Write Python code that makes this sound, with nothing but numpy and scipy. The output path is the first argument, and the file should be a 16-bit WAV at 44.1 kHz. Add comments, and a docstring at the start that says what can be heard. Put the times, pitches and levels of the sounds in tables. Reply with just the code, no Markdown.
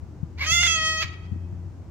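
"""In a park, a cockatoo screeches from high in a tree: a rasping start, a loud pitched cry that cracks
at its top, and a rasp as it closes. The cry is a harmonic series shaped by throat resonances, with pulsed hiss;
trunks and ground throw it back as delayed copies and the park lets it die away as decaying noise.
Far off an engine, a few harmonics of its firing rate, slowly speeds up over a traffic rumble of shaped noise,
and puffs of air, short damped swings of pressure, bump the left side of the microphone."""
import sys
import numpy as np
from scipy import signal
from scipy.fft import rfft, irfft
from scipy.io import wavfile

SR = 44100
rng = np.random.default_rng(int(sys.argv[2]) if len(sys.argv) > 2 else 0)


def unload_audio(sound):
    """Save the sound as a 16-bit wav file, at the path given as the first command line argument."""
    columns = np.transpose(np.atleast_2d(sound))
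    # keep every value between -1 and 1, then stretch to whole-number steps
    steps = np.round(np.clip(columns, -1, 1) * 32767)
    wavfile.write(sys.argv[1], SR, steps.astype(np.int16))


N = 83790  # samples
TIME = np.arange(N) / SR  # s
BIN_HZ = np.arange(N // 2 + 1) * SR / N  # frequencies of the spectrum


def from_db(db):
    """Amplitude gain is ten to the power of the level in decibels over 20."""
    return 10 ** (np.asarray(db) / 20)


def rms_one(x):
    """Normalisation to unit mean power, over all channels together."""
    return x / np.sqrt(np.mean(x ** 2) + 1e-20)


def in_time(rows):
    """Linear interpolation of each column of a time curve at every sample."""
    seconds, *columns = np.transpose(rows)
    return [np.interp(TIME, seconds, column) for column in columns]


def at_hz(points, hz):
    """Interpolation on a log-frequency axis, where equal intervals are equal steps."""
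    table_hz, value = np.transpose(points)
    return np.interp(np.log(np.maximum(hz, 1)), np.log(table_hz), value)


def pan(left_minus_right_db):
    """Stereo placement by level difference, half of it given to each side."""
    return from_db(np.array([[.5], [-.5]]) * left_minus_right_db)


def drift(hz):
    """Random wandering: white noise through a two-pole low-pass, scaled to spread 1."""
    pole = np.exp(-2 * np.pi * hz / SR)
    noise = rng.standard_normal(2 * N)
    smooth = signal.lfilter([1], [1, -2 * pole, pole * pole], noise)
    return rms_one(smooth[N:])  # the first half lets the filter settle


def coloured(spectrum, channels=2):
    """Spectral shaping: independent white noises weighted in the frequency domain, to unit power."""
    white = rfft(rng.standard_normal((channels, N)))
    return rms_one(irfft(white * from_db(at_hz(spectrum, BIN_HZ)), N))


def delayed(x, seconds):
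    """Propagation delay, to the nearest whole sample."""
    return np.interp(np.arange(N) - np.round(seconds * SR), np.arange(N), x, left=0)


def traffic():
    """Partial coherence: a steady rumble, alike on both sides in the bass, with a wide faint hiss on top."""
    # Spectrum of rumble and hiss. Each row: frequency in Hz, relative level in dB per Hz.
    rumble_spectrum = [(25, -32), (40, -11), (60, 0), (100, 0), (170, -8), (230, -13.5), (330, -11.5),
                       (450, -22.5), (900, -26.5), (1800, -37.5), (3500, -46.5), (6300, -45), (8000, -50.5),
                       (10000, -59), (15000, -60)]
    # Correlation of the two sides. Each row: frequency in Hz, left-right likeness from 0 to 1.
    likeness = [(40, 0.82), (90, .8), (300, 0.76), (1000, .5), (4000, .2), (12000, .1)]
    level_db, pan_db = -41.5, 1
    alike = np.clip(at_hz(likeness, BIN_HZ), -1, 1)
    mid, side = rfft(coloured(rumble_spectrum))
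    common = np.sqrt(1 + alike) * mid
    opposed = np.sqrt(1 - alike) * side * np.array([[1], [-1]])
    both = irfft(common + opposed, N)
    return rms_one(both) * from_db(level_db) * pan(pan_db)


def engine():
    """Harmonic orders of the firing rate: the low ones of a far engine, slowly speeding up and wavering."""
    # Course of the engine. Each row: time in seconds, firing rate in Hz, level in dB.
    speeding_up = [(0, 75.6, -47), (.2, 77.1, -45.5), (.35, 79.04, -39), (.6, 80.16, -34),
                   (.8, 81.77, -38.5), (.87, 84.33, -41.5), (1.0, 85.2, -38), (1.17, 86.6, -43),
                   (1.33, 87.47, -35), (1.58, 88.3, -35), (1.75, 88.8, -45), (1.9, 90.5, -50.5)]
    # Engine orders. Each row: multiple of the firing rate, mean relative level in dB.
    orders = [(1, 0), (2, -14), (3, -24), (4, -23)]
    pan_db = 4.5
    firing_hz, level_db = in_time(speeding_up)
    unsteady_hz = firing_hz * (1 + .012 * drift(11.1))
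    phase = 2 * np.pi * np.cumsum(unsteady_hz) / SR
    hum = 0
    for multiple, order_db in orders:
        gain = from_db(order_db + 1.5 * drift(11))
        hum = hum + gain * np.sin(round(multiple) * phase)
    return np.sqrt(2) * hum * from_db(level_db) * pan(pan_db)  # sqrt(2): a sine to unit power


def puffs():
    """Damped oscillation: each puff is a brief low swing of pressure, mostly on the left."""
    # Puffs of air. Each row: start in seconds, envelope peak on the left in dB, swing rate in Hz.
    gusts = [(.025, -23.5, 86.5), (.229, -14.5, 138), (0.515, -20, 125), (1.041, -20, 100.2),
             (1.316, -17.5, 129.9), (1.327, -19.5, 159.7), (1.359, -24.5, 230), (1.526, -21.5, 100),
             (1.675, -32, 130.8)]
    rise_cycles, right_db = 0.65, -29  # cycles up to the envelope peak; right side relative to left
    out = 0
    for start_s, peak_db, hz in gusts:
        cycles = np.maximum(TIME - start_s, 0) * hz
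        age = cycles / rise_cycles
        envelope = (age * np.exp(1 - age)) ** 2
        out = out + from_db(peak_db) * envelope * np.sin(2 * np.pi * cycles)
    return out * from_db([[0], [right_db]])


def cockatoo():
    """Source and filter: harmonics through the throat; roughness shakes pitch and level, adds pulsed hiss."""
    # Pitch of the cry. Each row: time in seconds, pitch in Hz.
    pitch_curve = [(.365, 424.7), (.383, 480), (.402, 553), (.425, 556.8), (.456, 571.4), (.464, 634),
                   (.479, 631), (.503, 649.8), (.53, 687), (.55, 695.5), (.58, 685.4), (.626, 712.5),
                   (.638, 682), (.662, 700.4), (.676, 655.3), (.73, 660.5), (.764, 643.8), (.795, 635.3),
                   (.90, 637.8), (.997, 634.4), (1.016, 659.8), (1.04, 576)]
    # Effort of the bird. Each row: time in seconds, level in dB, extra level of the treble in dB.
    effort = [(.365, -70, -7.5), (.388, -41.5, -3), (.399, -34, -8), (.424, -26, -6.5), (.446, -30, -2),
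              (.48, -25.5, -2.5), (.52, -21, 2.5), (.60, -21, -1), (.66, -21.5, 0.5), (.735, -24, 1),
              (.81, -24.5, -8.5), (.88, -23, -1.5), (.98, -28.5, -7), (1.03, -26.5, -2.5), (1.042, -39, 4),
              (1.075, -66, -14)]
    # Roughness of the voice. Each row: time in seconds, roughness from 0 to 1.
    roughness = [(.38, .5), (.425, .55), (.442, .95), (.461, .95), (.471, .12), (.53, .04), (.621, .03),
                 (.629, .85), (.636, .45), (.643, .18), (.653, .16), (.661, .55), (.672, .55), (.681, .09),
                 (.78, .02), (1.0, .02), (1.015, .22), (1.03, 1)]
    # Opening of the beak. Each row: time in seconds, opening from 0 (narrow) to 1 (wide).
    beak = [(.43, 0.11), (.455, 0.53), (.475, 0.98), (.95, 0.82), (1.035, 0.33)]
    # Throat resonances, beak narrow. Each row: frequency in Hz, level in dB.
    narrow_throat = [(450, -39.5), (800, -8), (1120, -7), (1600, -14.5), (1950, -10.5), (2250, 7),
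                     (2620, -14), (3400, -13), (4700, -7.5), (5500, -20.5), (6500, -19.5), (7900, -42.5),
                     (10000, -43.5), (12900, -26), (15000, -38.5)]
    # Throat resonances, beak wide. Each row: frequency in Hz, level in dB.
    wide_throat = [(450, -26), (660, -20), (1000, -17.5), (1290, -5), (1600, -12), (1900, -4.5),
                   (2150, 0.5), (2550, -1), (2850, -3), (3200, 1.5), (3480, -0.5), (3900, -23), (4500, -8),
                   (5100, -11.5), (5800, -15), (6500, -2), (7300, -20), (8300, -20.5), (9200, -48.5),
                   (10300, -28.5), (12000, -43.5), (14000, -34.5), (15500, -36)]
    # Extra level of the highest harmonics. Each row: time in seconds, level in dB.
    top_curve = [(.38, 1), (.45, 3), (.50, 5.5), (.56, 4.5), (.68, 1), (.76, -3.5), (1.0, -0.5),
                 (1.04, -1.5)]
    # Stereo balance of the harmonics. Each row: frequency in Hz, left minus right in dB.
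    balance = [(650, -0.5), (1300, -1), (2000, -0.5), (2600, -2.5), (3300, -3), (4600, -6), (6500, -13),
               (8500, 0.5), (13000, -4)]
    treble_share = [(2800, 0), (6000, 1)]  # Hz, share of the treble level applied
    top_share = [(9200, 0), (13540, 1)]
    jitter, jitter_hz = 0.048, 250.4  # relative pitch spread at full roughness
    waver, waver_hz = .0015, 35  # relative pitch spread at all times
    sway_db, sway_hz = 1.3, 12  # each harmonic wavers a little in level
    flutter_hz, flutter_depth, shimmer = 207.9, 0.27, 0.55  # beating membranes at full roughness
    hiss_db = -5.5  # turbulent air at full roughness, before it is pulsed, relative to the voice

    pitch, = in_time(pitch_curve)
    top_db, = in_time(top_curve)
    level_db, treble_db = in_time(effort)
    rough, wide = np.clip(in_time(roughness) + in_time(beak), 0, 1)
    shaken_hz = pitch * (1 + jitter * rough * drift(jitter_hz) + waver * drift(waver_hz))
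    phase = 2 * np.pi * np.cumsum(shaken_hz) / SR

    voice, power = 0, 0
    for k in range(1, 27):
        hz = k * pitch
        throat_db = wide * at_hz(wide_throat, hz) + (1 - wide) * at_hz(narrow_throat, hz)
        throat_db = throat_db + sway_db * drift(sway_hz)
        throat_db = throat_db + top_db * at_hz(top_share, hz)
        gain = from_db(throat_db + treble_db * at_hz(treble_share, hz))
        voice = voice + gain * pan(at_hz(balance, hz)) * np.sin(k * phase)
        power = power + gain ** 2 / 2

    flutter = np.sin(2 * np.pi * np.cumsum(flutter_hz * (1 + .12 * drift(35))) / SR)
    beating = 1 + rough * (flutter_depth * flutter + shimmer * drift(210))
    voice = voice / np.sqrt(power) * beating
    wide_air = np.sqrt(wide) * coloured(wide_throat, channels=1)
    narrow_air = np.sqrt(1 - wide) * coloured(narrow_throat, channels=1)
    pulses = 1 + np.cos(phase)  # one burst of air per pitch cycle
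    hiss = (wide_air + narrow_air) * pulses * rough * from_db(hiss_db)
    calling = (TIME > effort[0][0]) * (TIME < effort[-1][0])
    return (voice + hiss) / np.sqrt(1 + rough ** 2 / 2) * from_db(level_db) * calling


def park(cry):
    """Reflection and reverberation: ground bounce, dull echoes, scatter from leaves and a long faint tail."""
    # Echoes from branches and trunks. Each row: delay left and delay right in seconds,
    # level left and level right in dB relative to the dulled cry.
    echo_rows = [(.0095, .0079, -26.5, -12), (0.0178, .0156, -19.5, -18), (0.0312, .0304, -12.5, -22.5),
                 (.047, .055, -25, -17.5), (.112, .116, -15, -38), (.235, .228, -28.5, -32)]
    # Ring of the park. Each row: frequency in Hz, time to fall by 60 dB in seconds.
    ring_t60 = [(500, 1.0), (2000, 1), (4000, 0.54), (8000, 0.17), (15000, 0.16)]
    ground_left_s, ground_right_s = .00533, .00492
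    ground_db = -5  # strong first bounce: harmonics swell and fade as they glide
    left_lag_s = .00008  # the cry and its ground bounce reach the left side later
    echo_cut_hz = 6800
    tail_db = -17.5  # total energy of the response
    leaves_db, leaves_t60_s = -14.5, .3

    bounce = np.array([delayed(cry[0], ground_left_s), delayed(cry[1], ground_right_s)])
    near = cry + from_db(ground_db) * bounce
    near = np.array([delayed(near[0], left_lag_s), near[1]])

    dull = signal.sosfilt(signal.butter(1, echo_cut_hz, fs=SR, output="sos"), cry)
    echoes = 0
    for left_s, right_s, left_db, right_db in echo_rows:
        left = from_db(left_db) * delayed(dull[0], left_s)
        right = from_db(right_db) * delayed(dull[1], right_s)
        echoes = echoes + np.array([left, right])

    edges, tail = np.geomspace(300, 16000, 7), 0  # Hz
    for low, high in zip(edges, edges[1:]):
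        band_pass = signal.butter(2, [low, high], "band", fs=SR, output="sos")
        band = signal.sosfilt(band_pass, rng.standard_normal((2, N)))
        t60 = at_hz(ring_t60, np.sqrt(low * high))
        tail = tail + band * np.exp(-np.log(1000) * TIME / t60)
    leaves = rng.standard_normal((2, N)) * np.exp(-np.log(1000) * TIME / leaves_t60_s)
    ringing = signal.fftconvolve(dull, from_db(tail_db) * rms_one(tail), axes=1)
    rustle = signal.fftconvolve(cry, from_db(leaves_db) * rms_one(leaves), axes=1)
    scatter = (ringing + rustle)[:, :N] / np.sqrt(N)  # sqrt(N): responses to unit energy
    return near + echoes + scatter


def scene():
    """Superposition: traffic, engine and puffs of air under the bird in its park."""
    return traffic() + engine() + puffs() + park(cockatoo())


def record(dry):
    """Band limiting: a steep elliptic low-pass cuts the top."""
    low_pass = signal.ellip(10, .2, 80, 15600, fs=SR, output="sos")  # ripple dB, stop dB, cutoff Hz
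    return signal.sosfilt(low_pass, dry)


dry = scene()
out = record(dry)
unload_audio(out)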